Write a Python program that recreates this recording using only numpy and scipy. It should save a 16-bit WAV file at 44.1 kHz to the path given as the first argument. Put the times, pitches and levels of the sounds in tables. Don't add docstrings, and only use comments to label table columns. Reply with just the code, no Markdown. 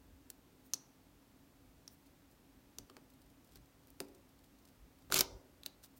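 import sys
import numpy as np
from scipy import signal
from scipy.fft import rfft, irfft, next_fast_len
from scipy.io import wavfile
from scipy.ndimage import uniform_filter1d, map_coordinates

SR = 44100
rng = np.random.default_rng(int(sys.argv[2]) if len(sys.argv) > 2 else 0)


def master_out(mix):
    frames = np.transpose(np.atleast_2d(mix))
    ceiling = np.clip(frames, -1, 1)
    pcm = np.round(ceiling * 32767).astype(np.int16)
    wavfile.write(sys.argv[1], SR, pcm)


N = 264159

# (time [s], crack level [dB], crack brightness [dB per octave],
# link pitch [Hz], link ring level [dB], frame knock level [dB])
HITS = [ (0.302, -35, 2.5, 7530, -38.5, -63), (.7360, -26.5, 0.5, 5830, -18, -75),
        (0.7415, -45, -3.5, 6030, -21.5, -58), (1.8780, -46.5, -1.5, 5470, -33.5, -79),
        (2.7854, -36, -0.5, 6040, -29, -53), (2.8986, -46.5, -7, 1420, -55, -58),
        (2.9675, -44.5, -7, 1484, -50, -56.5), (3.5570, -42, 12, 5100, -47.5, -64),
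        (3.872, -53, 6, 12200, -59, -69), (3.9035, -48.5, 6, 13100, -54, -68),
        (4.0032, -31, -3, 8810, -26, -41), (5.1016, -45.5, -9.5, 1480, -46.5, -43),
        (5.1228, -21, -3, 1370, -29, -37.5), (5.1428, -17, -0.5, 4430, -19.5, -38),
        (5.1798, -25.5, -0.5, 4700, -19.5, -49.5), (5.1878, -29, 2.5, 6270, -17, -41.5),
        (5.1920, -17.5, 6, 5360, -16, -54), (5.2083, -13.5, 1.5, 5150, -12, -38.5),
        (5.6340, -47, -0.5, 3720, -43, -73), (5.6618, -30.5, 1.5, 3990, -27, -56), ]
# (frequency [Hz], relative level [dB])
STEEL_TONE = [(200, -5.5), (700, -9.5), (1500, 0), (2200, -4.5), (4200, 4.5), (6500, 1.5), (8500, 2),
              (12000, 0.5), (15500, 3)]
# (multiple of the link pitch [ratio], relative level [dB], fade time at LINK_REF_HZ [s])
LINK_NOTES = [(.74, -13.5, 0.013), (.92, -9, 0.0093), (1, 1.5, 0.007), (1.07, 1.5, 0.0051),
              (1.86, -14.5, 0.0074)]
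# (frequency [Hz], relative level [dB], fade time [s])
FRAME_NOTES = [(164, -1.5, 0.097), (223.5, -6, 0.29), (283.2, -3.5, 0.41), (379, 5.5, 0.097),
               (435, -17, 0.086), (495.3, -14, 0.28), (557, -11.5, 0.43), (677, -15, 0.094),
               (822, -24.5, 0.32)]
# (frequency [Hz], relative level [dB])
THUD_TONE = [(60, -32.5), (150, -12.5), (350, 1.5), (700, -4.5), (1000, -20), (2500, -29.5)]
# (time [s], hold [s], friction level [dB])
CHAIN_DRAGS = [(5.111, .010, -43.5), (5.121, 0.026, -36), (5.153, 0.021, -28), (5.186, .011, -31.5),
               (5.204, 0.007, -29)]
# (frequency [Hz], relative level [dB])
RASP_TONE = [(59, -42), (100, -14.5), (381, -5.5), (691, -7.5), (768, -5), (1250, 2), (1830, -7.5),
             (2270, 4), (2630, -0.5), (2860, 0.5), (6560, -1), (7140, 5), (7940, -4.5), (12900, -4),
             (16000, -18)]
# (frequency [Hz], relative level [dB], fade time [s])
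CHAINRING_NOTES = [(1256, -9.5, 0.12), (1445, -15, 1.5), (1543, 8.5, 0.057), (2088, -19, 0.45),
                   (2360, -10.5, 0.11), (2890, 1.5, 0.098), (3014, 6, 0.164), (3230, -12.5, 0.486),
                   (3456, -9, 0.17), (3570, -7, 0.24), (3580, -11, 0.16), (4140, 1, 0.26),
                   (4080, -4.5, 0.126), (4430, -7, .12), (4525, -22, 0.21), (4802, -19, 0.76),
                   (5060, -5.5, .12), (5170, -10, 0.18), (5873, -16.5, .35), (6270, -3, 0.27),
                   (6830, -11.5, 0.145), (6750, -6, 0.16), (7000, -6.5, .13), (10260, -8, 0.098),
                   (13070, -1.5, 0.059), (13600, -2, 0.065)]
# (time [s], level [dB], half length [s], brightness [dB per octave])
LIGHT_SLIDES = [(.663, -65, .012, 7), (1.93, -62, 0.014, 9), (2.068, -68.5, 0.0062, 0),
                (2.32, -72, .012, 2), (3.564, -62, 0.0082, -3.5), (4.444, -64.5, 0.0037, 0),
                (5.664, -57.5, 0.0065, -3), (5.84, -58, .0034, -2), (5.846, -56.5, 0.011, 0.5),
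                (5.975, -61, 0.0079, 5.5)]
# (time [s], level [dB], half length [s])
HAND_BUMPS = [(0.14, -68.5, .07), (2.823, -56.5, 0.018), (3.60, -63, 0.037), (4.852, -65, 0.042),
              (5.2, -59, 0.083), (5.357, -54.5, 0.02)]
# (frequency [Hz], relative level [dB])
RUMBLE_TONE = [(15, -33), (28, -11), (45, 3.5), (70, 0.5), (120, -5.5), (200, -19), (400, -51), (1000, -77)]
# (frequency [Hz], fade time [s])
ECHO_FADES = [(150, 0.19), (500, 0.9), (1500, 0.21), (5000, 0.33), (8000, 0.46), (15000, 0.11)]
# (frequency [Hz], relative level [dB])
ECHO_TONE = [(150, 3), (1000, 10), (6000, -1.5), (8500, -14.5), (15000, -5.5)]
# (frequency [Hz], relative level [dB])
ROOM_TONE = [(59, -34), (100, -12.5), (135, -9), (234, -11.5), (266, -2.5), (308, -10), (328, -11.5),
             (415, -15.5), (452, -16), (801, -19.5), (1450, -24.5), (2930, -28), (10900, -34), (13200, -31),
             (16000, -32)]

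LINK_REF_HZ = 5900


def steel_hits(crack_lead_s=0.002):
    out, t = np.zeros(N), np.arange(SR // 2) / SR
    for s, crack_db, tilt_db, link_hz, link_db, knock_db in HITS:
        add(out, s - crack_lead_s, amp(crack_db) * crack(t, tilt_db, crack_lead_s))
        add(out, s, amp(link_db) * link_ring(t, link_hz) + amp(knock_db) * frame_knock(t))
    return out


def crack(t, tilt_db, lead_s, t60=0.0077, chatter_db=-24, chatter_t60=0.073, smooth_hz=2500):
    fade = amp(-60 * t / t60) + amp(chatter_db - 60 * t / chatter_t60)
    fade = np.pad(fade, (round(lead_s * SR), 0))
    size = len(fade)
    spectrum = rfft(fade * rng.standard_normal(size))
    hz = np.fft.rfftfreq(size, 1 / SR)
    local_power = uniform_filter1d(np.abs(spectrum) ** 2, int(smooth_hz / hz[1]))
    even = spectrum / np.sqrt(np.abs(local_power))
    sound = irfft(even * tone_gain(STEEL_TONE, hz, tilt_db), size)
    sound[size // 2:] = 0
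    return sound * np.linalg.norm(fade) / np.linalg.norm(sound)


def link_ring(t, link_hz, rise_s=0.00056, wash_db=-37.5, wash_t60=0.15, spread_octaves=0.66):
    struck = ring(LINK_NOTES, t, link_hz, damping=(link_hz / LINK_REF_HZ) ** 0.6)
    band = lambda hz: np.exp(-.5 * (np.log2((hz + 1) / link_hz) / spread_octaves) ** 2)
    wash = unit(filtered(rng.standard_normal(len(t)), band))
    neighbours = amp(wash_db - 60 * t / wash_t60) * wash
    return (struck + neighbours) * (1 - np.exp(-t / rise_s))


def frame_knock(t, rise_s=0.0014, thud_db=-2, thud_t60=0.083, tubes_db=-7):
    thud = amp(thud_db - 60 * t / thud_t60) * noise(THUD_TONE, len(t))
    tubes = amp(tubes_db) * ring(FRAME_NOTES, t)
    return (thud + tubes) * (1 - np.exp(-t / rise_s))


def chain_slip(catches_per_s=700, rough_db=2.0, rasp_db=-2, frame_db=-18, chainring_db=-14.5):
    friction = sum(amp(db) * drag_shape(s, hold) for s, hold, db in CHAIN_DRAGS)
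    force = friction * unit(amp(rough_db * wobble(catches_per_s)))
    rasp = amp(rasp_db) * force * noise(RASP_TONE, N)
    frame = amp(frame_db) * shaken(FRAME_NOTES, force)
    chainring = amp(chainring_db) * shaken(CHAINRING_NOTES, force)
    return rasp + frame + chainring


def drag_shape(s, hold, rise_s=0.0047, release_t60=0.037):
    t = np.arange(N) / SR - s
    return np.clip(t / rise_s, 0, 1) * amp(-60 * np.maximum(t - hold, 0) / release_t60)


def slides(grains_per_s=900, rough_db=3):
    grain = unit(amp(rough_db * wobble(grains_per_s)))
    hiss = sum(amp(db) * swell(s, half) * noise(STEEL_TONE, N, tilt_db)
               for s, db, half, tilt_db in LIGHT_SLIDES)
    return grain * hiss


def grip_ticks(count=36, from_s=3.1, to_s=5.05, level_db=-67, spread_db=3, t60=0.035):
    t = np.arange(SR // 10) / SR
    times = rng.uniform(from_s, to_s, count)
    sizes = amp(spread_db * np.clip(rng.standard_normal(count), -2, 2))
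    loudness = np.zeros(N)
    for s, size in zip(times, sizes):
        add(loudness, s, size * amp(-60 * t / t60))
    return amp(level_db) * loudness * noise(STEEL_TONE, N)


def hand_rumble(level_db=-72, drift_db=1.9, drifts_per_s=4):
    steady = amp(level_db + drift_db * wobble(drifts_per_s))
    bumps = sum(amp(db) * swell(s, half) for s, db, half in HAND_BUMPS)
    return (steady + bumps) * noise(RUMBLE_TONE, N)


def wall_echo(x, delay_s=0.005):
    hz, t, hiss = signal.stft(rng.standard_normal(SR * 3 // 4), SR, nperseg=256)
    fade = amp(along(ECHO_TONE, hz)[:, None] - 60 * t / along(ECHO_FADES, hz)[:, None])
    tail = signal.istft(hiss * fade, SR, nperseg=256)[1]
    tail = np.pad(tail / np.linalg.norm(tail), (round(delay_s * SR), 0))
    return signal.fftconvolve(x, tail)[:N]


def room_noise(level_db=-67, drone_hz=272, drone_width_hz=22, drone_db=-75):
    drone = filtered(rng.standard_normal(N), lambda hz: 1 / (1 + ((hz - drone_hz) / drone_width_hz) ** 2))
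    return amp(level_db) * noise(ROOM_TONE, N) + amp(drone_db) * unit(drone)


def ring(notes, t, pitch=1, damping=1):
    return sum(amp(db + rng.standard_normal() - 60 * damping * t / t60) * np.sin(2 * np.pi * pitch * f * t)
               for f, db, t60 in notes)


def shaken(notes, force):
    body = ring(notes, np.arange(SR * 3 // 4) / SR)
    return signal.fftconvolve(force * rng.standard_normal(N), body / np.linalg.norm(body))[:N]


def amp(db):
    return 10 ** (np.asarray(db) / 20)


def unit(x):
    return x / np.sqrt(np.mean(x ** 2) + 1e-20)


def along(points, hz):
    f, v = np.transpose(points)
    return np.interp(np.log(hz + 1), np.log(f + 1), v)


def tone_gain(tone, hz, tilt_db):
    return amp(along(tone, hz) + tilt_db * np.log2(np.maximum(hz, 1000)))


def filtered(x, response):
    size = next_fast_len(len(x) + 8192)
    return irfft(rfft(x, size) * response(np.fft.rfftfreq(size, 1 / SR)), size)[:len(x)]


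def noise(tone, size, tilt_db=0):
    return unit(filtered(rng.standard_normal(size), lambda hz: tone_gain(tone, hz, tilt_db)))


def wobble(rate):
    return map_coordinates(rng.standard_normal(int(N * rate / SR) + 4), [np.arange(N) * rate / SR])


def swell(s, half):
    return np.exp(-.5 * ((np.arange(N) / SR - s) / half) ** 2)


def add(track, s, sound):
    part = track[round(s * SR):][:len(sound)]
    part += sound[:len(part)]


def scene(echo_db=-18.5):
    bicycle = steel_hits() + chain_slip() + slides() + grip_ticks()
    return (bicycle + amp(echo_db) * wall_echo(bicycle) + hand_rumble() + room_noise())[None]


def record(dry, top_hz=16000):
    return np.array([filtered(x, lambda hz: hz < top_hz) for x in dry])


dry = scene()
out = record(dry)
master_out(out)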